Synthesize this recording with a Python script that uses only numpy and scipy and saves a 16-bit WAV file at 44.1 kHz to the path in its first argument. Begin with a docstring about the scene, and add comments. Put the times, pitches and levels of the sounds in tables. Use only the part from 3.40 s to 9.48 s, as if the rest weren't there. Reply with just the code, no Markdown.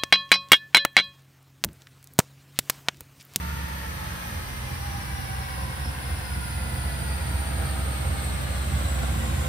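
"""A lumpy, throbbing, rasping exhaust: a supercharged V8 idles while its wheels coast down on a dyno drum.
Firing tones, throbs and noisy puffs ring the pipes and the room; rotor whirr and valve taps lie over them.
The tyre tread hums, the axle gears and the knurled drum whine: tones and noises tied to the wheel's angle,
all sinking in pitch as the drum slows. Shaped noise makes the roar of the rolling tyres in the workshop."""
import sys
import numpy as np
from scipy import signal
from scipy.fft import rfft, irfft, next_fast_len
from scipy.io import wavfile
from scipy.ndimage import map_coordinates

SR = 44100
rng = np.random.default_rng(int(sys.argv[2]) if len(sys.argv) > 2 else 0)


def put_to_file(sound):
    """Save the sound as 16-bit audio at rate SR, in the file named by the first command-line argument."""
    columns = np.atleast_2d(sound).T  # one column per channel
    safe = np.clip(columns, -1, 1)
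    whole_steps = np.round(safe * 32767)
    wavfile.write(sys.argv[1], SR, whole_steps.astype(np.int16))


N = 268128
TIME = np.arange(N) / SR
# the idle lopes: one pattern of throbs comes round every two engine cycles
LOPE_FIRINGS = 16
MAIN_THROB = 1.3  # place of the main throb in the pattern (firings)


def amp(db):
    """Decibels to gain."""
    return 10 ** (np.asarray(db) / 20)


def unit(x):
    """Scale to rms 1."""
    return x / np.sqrt(np.mean(x ** 2) + 1e-20)


def along(points, at):
    """Read (position, value) points on a log axis."""
    place, value = np.transpose(points)
    return np.interp(np.log(at + 1e-6), np.log(place), value)


def curves(rows):
    """One value per sample for each column after the time."""
    s, *cols = np.transpose(rows)
    return [np.interp(TIME, s, c) for c in cols]


def wobble(rate):
    """A smooth random curve, rate knots a second."""
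    coarse = TIME[::32]
    knots = rng.standard_normal(int(N * rate / SR) + 4)
    return np.interp(TIME, coarse, map_coordinates(knots, [coarse * rate]))


def wavering_sine(cycles, waver, rate):
    """A sine along a count of cycles, its phase pushed about by a random curve (radians, knots a second)."""
    return np.sin(2 * np.pi * cycles + waver * wobble(rate))


def filtered(x, response):
    """Filter x by a complex response of frequency."""
    m = next_fast_len(N + SR // 2)
    return irfft(rfft(x, m) * response(np.fft.rfftfreq(m, 1 / SR)), m)[..., :N]


def resonances(modes, f):
    """Causal response of (centre, width, dB) modes, one row each."""
    return np.array([amp(db) * 1j * f * w / (c * c - f * f + 1j * f * w) for c, w, db in modes])


def rotating(turns, gain_by_order, size=4096):
    """Two noises tied to the wheel's angle, so that their spectrum slides with its speed."""
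    m = next_fast_len(int((turns[-1] + 1) * size))  # size: points per wheel turn
    spectrum = rfft(rng.standard_normal((2, m))) * gain_by_order(np.fft.rfftfreq(m, 1 / size))
    return np.array([map_coordinates(wave, [turns * size]) for wave in irfft(spectrum, m)])


def spread(pair):
    """Two unrelated sounds become left and right, alike in the bass and the top treble."""
    # left-right likeness: (frequency [Hz], coherence [0-1])
    alike = [(60, 0.96), (130, 0.97), (250, 0.21), (500, 0.43), (1200, 0.28), (4000, 0.095), (6000, 0.1),
             (7500, 1), (15000, 1)]

    def mid_and_side(hz):
        turn = np.arccos(np.clip(along(alike, hz), -1, 1)) / 2
        return np.array([np.cos(turn), np.sin(turn)])

    mid, side = filtered(pair, mid_and_side)
    return unit(np.array([mid + side, mid - side]))


def workshop(pair):
    """The room's resonances swell whatever passes through them."""
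    # pitches the workshop lifts: (centre [Hz], width [Hz], gain [dB])
    shop = [(485, 55, -7.5), (782, 25, -10), (897, 26, -9), (1000, 105, -8.5), (1440, 110, -14)]
    return spread(filtered(pair, lambda hz: 1 + resonances(shop, hz).sum(0)))


def echoes(pair, t60=0.93, wet_db=0):
    """Direct sound plus the hard walls' answer: a gliding line swells and fades as it crosses room modes."""
    t = np.arange(SR // 2) / SR
    tail = rng.standard_normal((2, len(t))) * amp(-60 * t / t60)
    tail /= np.linalg.norm(tail, axis=1, keepdims=True)
    # a mirrored lead-in lets the room ring from the first sample
    lead = np.pad(pair, ((0, 0), (len(t), 0)), mode="reflect")
    reverb = signal.fftconvolve(lead, tail, axes=1)[:, len(t):len(t) + N]
    return pair + amp(wet_db) * reverb


def patchy(pair, depth_db, width_hz=45, length_s=0.05):
    """Narrow strands of a noise swell and fade, each on its own, less so in the treble."""
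    hz, t, z = signal.stft(pair, SR, nperseg=2048)
    knots = rng.standard_normal((2048, 512))
    place = np.meshgrid(hz / width_hz, t / length_s, indexing="ij")
    field = map_coordinates(knots, place, order=1, mode="wrap")
    fade = 1 / (1 + (hz / 4000) ** 2)
    gain = amp(depth_db * unit(field) * fade[:, None])
    return signal.istft(z * gain, SR, nperseg=2048)[1][:, :N]


def rolling_roar(strands_db=2.5):
    """The roar of tyres and fans is noise with swelling strands, coloured by the workshop."""
    # colour of the roar: (frequency [Hz], relative level per Hz [dB])
    colour = [(25, -40), (60, -1), (250, 2.5), (400, -5.5), (520, -2), (1100, -4.5), (1800, -3.5),
              (2800, -4.5), (4500, -9), (6300, -13.5), (9500, -9), (13000, -12.5), (15500, -19)]
    noise = patchy(rng.standard_normal((2, N)), strands_db)
    return workshop(filtered(noise, lambda hz: amp(along(colour, hz))))


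def drum_hum(turns, start_db=-48, fall_db=1.5):
    """The slightly oval drum thrums in step with the wheel, sinking by fall_db a second on average."""
    hums_per_wheel_turn = 2.251
    level = amp(start_db - fall_db * TIME + 3.2 * wobble(4.17))
    hum = level * np.sqrt(2) * np.sin(2 * np.pi * hums_per_wheel_turn * turns)
    return hum * np.clip(TIME / 0.068, 0, 1)  # short fade-in


def axle_gears(turns, flutter_db=4.5, waver=0.83):
    """The axle's teeth mesh in a thin whine that comes and goes, strongest late in the coast."""
    meshes_per_turn, swell_db = 114, 1.5
    # loudness of the gear whine: (time [s], level before flutter [dB])
    gear_level = [(0, -60), (1.1, -57), (1.6, -56), (2.35, -55), (2.7, -54), (3.05, -56.5), (3.3, -53.5),
                  (3.9, -51), (4.6, -57), (4.85, -52), (5.05, -56.5), (5.5, -51.5), (6.08, -55)]
    level_db = curves(gear_level)[0] + swell_db * wobble(9)

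    def ear():
        return amp(level_db + flutter_db * wobble(35)) * wavering_sine(meshes_per_turn * turns, waver, 40)

    return np.array([ear(), ear()]) * np.sqrt(2)


def whine(turns, fuzz_db=-2):
    """The knurl rubs narrow bands of hiss out of the tyres."""
    # fuzzy sidebands and hiss: (centre [wheel orders], width [wheel orders], relative level [dB])
    hiss_bands = [(143, 3, 1.5), (229, 9, -7), (242, 4, -5.5), (259, 12, -5), (282, 5, -.5), (304, 9, -10),
                  (508, 16, -8), (524, 6, -6.5), (541.5, 11, -3.5), (563, 7, 4), (586, 9, -5),
                  (553, 130, -10), (803, 12, -14), (823, 9, -14), (845.5, 11, -7.5)]

    def band(away):
        return np.exp(-np.abs(away) / 0.47) / (1 + (2 * away) ** 2)

    def gain(order):
        power = sum(amp(db) ** 2 * band((order - centre) / width) for centre, width, db in hiss_bands)
        return np.sqrt(power)

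    return amp(fuzz_db) * spread(rotating(turns, gain))


def teeth(turns, waver=0.58, fade_db=4.0):
    """The knurl's ridges sing in lines that flutter as the tyres creep on the drum, and fade in and out."""
    knurl_order = 281.5  # ridges that pass in one wheel turn
    # line of the knurl, then its octave: (relative level [dB], flutter [dB])
    tones = [(-17, 5.5), (-16.5, 5.5)]

    def line(order, flutter_db):
        level = amp(flutter_db * wobble(55) + fade_db * wobble(11))
        return unit(level * wavering_sine(order * turns, waver, 70))

    def ear():
        return sum(amp(db) * line(k * knurl_order, flutter_db) for k, (db, flutter_db) in enumerate(tones, 1))

    pair = np.array([ear(), ear()])
    return pair.std() * spread(pair)


def tread_note(turns, flutter_db=4.5, waver=0.81):
    """The commonest block length of the tread sings one wavering note that sinks with the wheel."""
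    blocks_per_turn = 39.1
    # the note comes and goes: (time [s], level before flutter [dB])
    note_level = [(0, -46), (.45, -47), (.8, -52), (1.25, -49), (2, -46), (2.25, -55), (2.55, -51),
                  (3, -56), (3.75, -49), (4.3, -62), (6.08, -64)]
    level_db, = curves(note_level)
    level = amp(level_db + flutter_db * wobble(22.1))
    return np.sqrt(2) * level * wavering_sine(blocks_per_turn * turns, waver, 28)


def tread(turns, scatter_db=1.8, blur_from_s=3.46, blur_over_s=1.3, blur_share=0.41):
    """The tread pattern repeats every turn: a comb of wheel orders that later blurs partly into a rumble."""
    line_width = .18  # sets how narrow the comb lines are
    # blocks of mixed lengths spread the hum: (wheel order, relative level [dB])
    hum_shape = [(12, -17), (20, -9.5), (30, -4.5), (35.5, -8), (39.3, 5.5), (45, -3), (48.5, 0), (57, 1.5),
                 (62, -2), (67, -10.5), (79, 3.5), (92, -6), (101, 0), (107, -8.5), (122, -7), (143, -8.5),
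                 (200, -10), (300, -22)]
    # comb lines of set strength, the others are random: (wheel order, line gain [dB])
    peaks = [(39, -3), (40, 0), (41, 1), (43, 3), (48, 3), (49, 4), (52, 4), (54, 3), (57, 2), (78, 3),
             (82, 2), (86, 4), (99, 4), (110, 3)]
    strength_db = scatter_db * rng.standard_normal(2049)
    for order, db in peaks:
        strength_db[round(order)] = db

    def shape(order):
        return amp(along(hum_shape, order))

    def comb(order):
        strength = amp(strength_db)[np.rint(order).astype(int)]
        return strength / (1 + (np.sin(np.pi * order) / line_width) ** 2)

    lines = unit(rotating(turns, lambda order: shape(order) * comb(order)))
    rumble = unit(rotating(turns, shape, size=1024))
    blur = blur_share * np.clip((TIME - blur_from_s) / blur_over_s, 0, 1)
    return workshop(np.sqrt(1 - blur) * echoes(lines) + np.sqrt(blur) * rumble)


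def dyno(turns):
    """Wheels and drum roll together: roar, tread hum, whine and drum thrum."""
    # rolling loudness: (time [s], roar level [dB], tread hum level [dB], whine gain [dB])
    rolling_levels = [(0, -43, -39.5, -47.5), (1, -41, -40, -44.5), (2, -43, -39, -42.5),
                      (3, -41.5, -39, -42.5), (4, -39.5, -38.5, -41), (5, -38.5, -38, -41),
                      (6.08, -37, -38, -40)]
    roar_db, tread_db, whine_db = curves(rolling_levels)
    roar = amp(roar_db) * rolling_roar()
    hum = amp(tread_db) * tread(turns) + tread_note(turns)
    singing = amp(whine_db + 0.77 * wobble(9)) * (whine(turns) + teeth(turns))
    return roar + hum + singing + drum_hum(turns)


def valve_clatter(cycles, clatter_db=-50, centre_hz=1750, width_hz=900, uneven_db=3.0, decay=4.7):
    """Valves tap twice a firing; each tap is a short rattle of uneven strength."""
    tap, since = np.divmod(2 * cycles, 1)
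    size = amp(uneven_db * rng.standard_normal(int(tap[-1]) + 1))[tap.astype(int)]
    taps = size * np.exp(-decay * since) * rng.standard_normal((2, N))
    mode = [(centre_hz, width_hz, 0)]
    return amp(clatter_db) * unit(filtered(taps, lambda hz: resonances(mode, hz)[0] ** 2))


def supercharger(cycles, decay=1.03):
    """The belt-driven rotors whirr in rough lines that follow the engine speed and rattle at each firing."""
    waver, flutter_db = 1.1, 3.5
    # lines of the whirr: (multiple of the firing rate, relative level [dB])
    rotor_lines = [(20.2, 2.5), (25, 1.5), (26.4, -0.5)]
    # the whirr fades as the engine settles: (time [s], level [dB])
    whirr_level = [(0, -48), (.8, -46), (1.6, -57.5), (6.08, -64)]
    level_db, = curves(whirr_level)
    rattle = np.exp(-decay * (cycles % 1))

    def line(order):
        return unit(rattle * amp(flutter_db * wobble(70)) * wavering_sine(order * cycles, waver, 70))

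    def ear():
        return sum(amp(db) * line(order) for order, db in rotor_lines)

    return amp(level_db) * spread(np.array([ear(), ear()]))


def settling_drone(drone_hz=171, drone_db=-44, fade_s=1.0):
    """A wavering drone that dies away as the engine settles to idle."""
    level = amp(drone_db + 1.6 * wobble(7.24)) * np.exp(-(TIME / fade_s) ** 4)
    return level * np.sqrt(2) * wavering_sine(drone_hz * TIME, 0.93, 13.5)


def pipe_drone(cycles, flutter_db=1.5, waver=0.4):
    """The uneven firing of each bank sets a pipe droning between two harmonics."""
    order = 3.5  # multiple of the firing rate
    # loudness of the drone: (time [s], level before flutter [dB])
    drone_level = [(0, -54), (.6, -59), (1, -46.5), (1.3, -55.5), (2, -60), (2.3, -55), (3, -57.5),
                   (3.33, -47.5), (3.55, -61), (4.2, -52.5), (5.6, -51.5), (5.72, -40.5), (5.87, -42),
                   (6.08, -57)]
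    level_db, = curves(drone_level)
    level = amp(level_db + flutter_db * wobble(16))
    return np.sqrt(2) * level * wavering_sine(order * cycles, waver, 14)


def throbs(cycles, join_s=0.41, scatter_db=1.0):
    """(s, dB) of every throb: the main one once in each round of the lope, lesser ones join in by and by."""
    # the lope builds up, then evens out: (time [s], main throb level before scatter [dB])
    lope = [(.3, -40), (1.2, -31.5), (2.3, -26.5), (3.95, -21.5), (4.4, -24), (6.08, -31)]
    # throbs that fill the pattern: (place [firings], level before scatter [dB], joins in at [s])
    lesser_throbs = [(4.5, -26, 3.15), (9, -28, 3.36), (13.9, -29, 1.74)]
    rounds = np.arange(0, cycles[-1], LOPE_FIRINGS)

    def times(place):
        firings = rounds + place
        return np.interp(firings[firings < cycles[-1]], cycles, TIME)

    both = [(s, np.interp(s, *np.transpose(lope))) for s in times(MAIN_THROB)]
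    for place, db, joins in lesser_throbs:
        both += [(s, db - 20 * np.log10(1 + np.exp((joins - s) / join_s))) for s in times(place)]
    return [(s, db + scatter_db * rng.standard_normal()) for s, db in both]


def exhaust_kicks(cycles, kick_db=-6, kick_s=0.0018):
    """Every throb opens with one hard firing: a short, sharp kick of pressure."""
    kicks = np.zeros(N)
    for s, db in throbs(cycles):
        # a trough of the firing tone close to the throb's peak
        start = np.interp(np.round(np.interp(s, TIME, cycles)) - .5, cycles, TIME)
        near = slice(max(int(start * SR) - SR // 20, 0), int(start * SR) + SR // 20)
        u = (TIME[near] - start) / kick_s
        kicks[near] -= amp(db + kick_db) * (1 - u ** 2) * np.exp(-.5 * u ** 2)
    return kicks


def exhaust_rasp(cycles, uneven_db=3.5, jitter_s=0.00014, lope_db=0.5, decay=2.1):
    """Each firing cracks and spits gas into the pipes' upper resonances, on average hardest at the main throb."""
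    gas_share = .3  # of the power
    # upper resonances of the pipes: (centre [Hz], width [Hz], relative gain [dB])
    pipe_modes = [(234, 45, 1.5), (294, 19, -2.5), (343, 36, -6.5), (475, 34, -5), (518.6, 16.5, 4.5),
                  (568, 33, -2.5), (662, 43, -4.5), (794, 29, -2), (1070, 19, -6.5), (1155, 33, -6.5),
                  (1377, 63, -2.5), (1522, 54, -5.5), (1940, 50, -19), (2180, 110, -6)]
    # the rasp grows as the idle hardens: (time [s], level [dB])
    rasp_level = [(0, -56), (.6, -52.5), (1, -48.5), (1.5, -54.5), (3.2, -50), (4, -44.5), (4.8, -44.5),
                  (5.2, -52), (5.75, -42.5), (6.08, -42.5)]
    rasp_db, = curves(rasp_level)
    firing, since = np.divmod(cycles, 1)
    number = np.arange(int(firing[-1]) + 1)
    chance = rng.standard_normal((len(number), 3))
    lope_swing = np.cos(2 * np.pi * (number - MAIN_THROB) / LOPE_FIRINGS)
    size = amp(uneven_db * chance[:, 0] + lope_db * lope_swing)
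    times = np.interp(number, cycles, TIME) + jitter_s * chance[:, 1:].T
    cracks = np.array([np.bincount(np.clip(s * SR, 0, N - 1).astype(int), size, N) for s in times])
    gas = size[firing.astype(int)] * np.exp(-decay * since) * rng.standard_normal((2, N))
    bursts = np.sqrt(1 - gas_share) * unit(cracks) + np.sqrt(gas_share) * unit(gas)
    signs = (-1) ** np.arange(len(pipe_modes))  # neighbouring modes ring in opposite phase
    rung = filtered(bursts, lambda hz: signs @ resonances(pipe_modes, hz) / (1 + (hz / 2600) ** 4))
    return amp(rasp_db) * spread(rung * [[1], [-1]])


def exhaust_burble(cycles, body_db, scatter_s=0.0019, uneven=0.59, burble_db=1.5):
    """One puff per firing, uneven in size and timing, rings the pipes and the room."""
    # pipe and room resonances: (centre [Hz], width [Hz], relative gain [dB])
    boom_modes = [(73.3, 6.6, 0.5), (83.9, 4.95, 8.5), (110, 20.2, -1.5), (127.7, 13.5, -1),
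                  (140.9, 9.3, -2), (179, 25.5, -6), (228, 16, -14), (288.5, 13.7, -12.5), (349, 26, -18)]
    firings = np.interp(np.arange(1, int(cycles[-1])), cycles, TIME)
    chance = rng.standard_normal((len(firings), 4))
    puffs = np.zeros((2, N))
    for path in range(2):
        at = np.clip((firings + scatter_s * chance[:, path]) * SR, 0, N - 1).astype(int)
        puffs[path, at] = 1 + uneven * chance[:, 2 + path]
    signs = (-1) ** np.arange(len(boom_modes))  # neighbouring modes ring in opposite phase

    def ring(hz):
        low_cut = 1 - np.exp(-(hz / 47) ** 6)
        return signs @ resonances(boom_modes, hz) * low_cut

    return amp(body_db + burble_db) * spread(filtered(puffs, ring))


def exhaust_octave(cycles, room_hz=129, room_width_hz=14):
    """The octave of the firing wavers, and carries best while it lies near a room mode."""
    flicker_db = 2.5
    # drive of the octave: (time [s], level before flicker and room [dB])
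    octave_level = [(0, -42), (.75, -51), (1.2, -40), (1.6, -37.5), (2.3, -41.5), (3.3, -39), (4.5, -37),
                    (6.08, -35.5)]
    level = amp(curves(octave_level)[0] + flicker_db * wobble(14))
    octave = level * np.sqrt(2) * np.cos(2 * np.pi * 2 * cycles + .5 * wobble(10))
    return filtered(octave, lambda hz: resonances([(room_hz, room_width_hz, 0)], hz)[0])


def exhaust_tone(cycles, tone_db, steady_db=-5.0, throb_hz=76, throb_s=0.013):
    """The firing tone; each throb is a short swell of the room's boom, in step with the firing."""
    tone = np.sqrt(2) * amp(tone_db + steady_db) * np.cos(2 * np.pi * cycles)
    for s, db in throbs(cycles):
        at = min(round(s * SR), N - 1)
        near = slice(max(at - SR // 10, 0), at + SR // 10)
        t = TIME[near] - s
        swell = amp(db) * np.exp(-.5 * (t / throb_s) ** 2)
        tone[near] += swell * np.cos(2 * np.pi * (cycles[at] + throb_hz * t))
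    return tone


def engine():
    """The idling V8, eight firings to a cycle: exhaust, stronger on the right, and noise from under the bonnet."""
    # idle speed: (time [s], firing rate [Hz])
    idle = [(0, 71.3), (.25, 69.7), (.7, 63.6), (1.5, 62.8), (2.4, 65.2), (3.4, 64.6), (3.8, 66.6),
            (4.6, 66.6), (5, 65.4), (5.5, 65.7), (6.08, 64)]
    # exhaust loudness before trims: (time [s], firing tone level [dB], burble level [dB])
    exhaust_levels = [(.2, -30, -41), (.8, -40, -41), (1.5, -37, -39), (2.3, -35, -38.5), (3.3, -33, -38),
                      (4.5, -29.5, -34), (5, -31, -34), (5.6, -25, -33), (6.08, -29, -31.5)]
    firing_hz, = curves(idle)
    tone_db, body_db = curves(exhaust_levels)
    cycles = np.cumsum(firing_hz) / SR  # firings so far
    tone = exhaust_tone(cycles, tone_db)
    body = exhaust_octave(cycles) + exhaust_burble(cycles, body_db) + exhaust_rasp(cycles)
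    body = body + exhaust_kicks(cycles) + pipe_drone(cycles) + settling_drone()
    exhaust = tone * amp([[-.65], [.65]]) + body * amp([[-1.4], [1.4]])  # left, right trims in dB
    return exhaust + supercharger(cycles) + valve_clatter(cycles)


def scene():
    """Engine and dyno; the dyno's lower sound leads on the left, its treble leads on the right."""
    low_lead_s, treble_lag_s, split_hz = .00038, .000216, 2200
    # coasting: (time [s], wheel speed [turns/s])
    wheel = [(0, 23.163), (1, 21.35), (2, 19.648), (3, 18.027), (4, 16.459), (5, 14.916), (6.08, 13.246)]
    turns = np.cumsum(curves(wheel)[0]) / SR

    def ear_delays(hz):
        lag = np.where(hz < split_hz, -low_lead_s, treble_lag_s)  # left behind right, half to each ear
        return np.exp(1j * np.pi * hz * lag * np.array([[-1], [1]]))

    return filtered(dyno(turns), ear_delays) + axle_gears(turns) + engine()


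def record(dry, low_cut_hz=37):
    """Cut the deepest bass and everything above the band limit."""
    top_hz = 15750
    return filtered(dry, lambda hz: (1 - np.exp(-(hz / low_cut_hz) ** 4)) * (hz < top_hz))


dry = scene()
out = record(dry)
put_to_file(out)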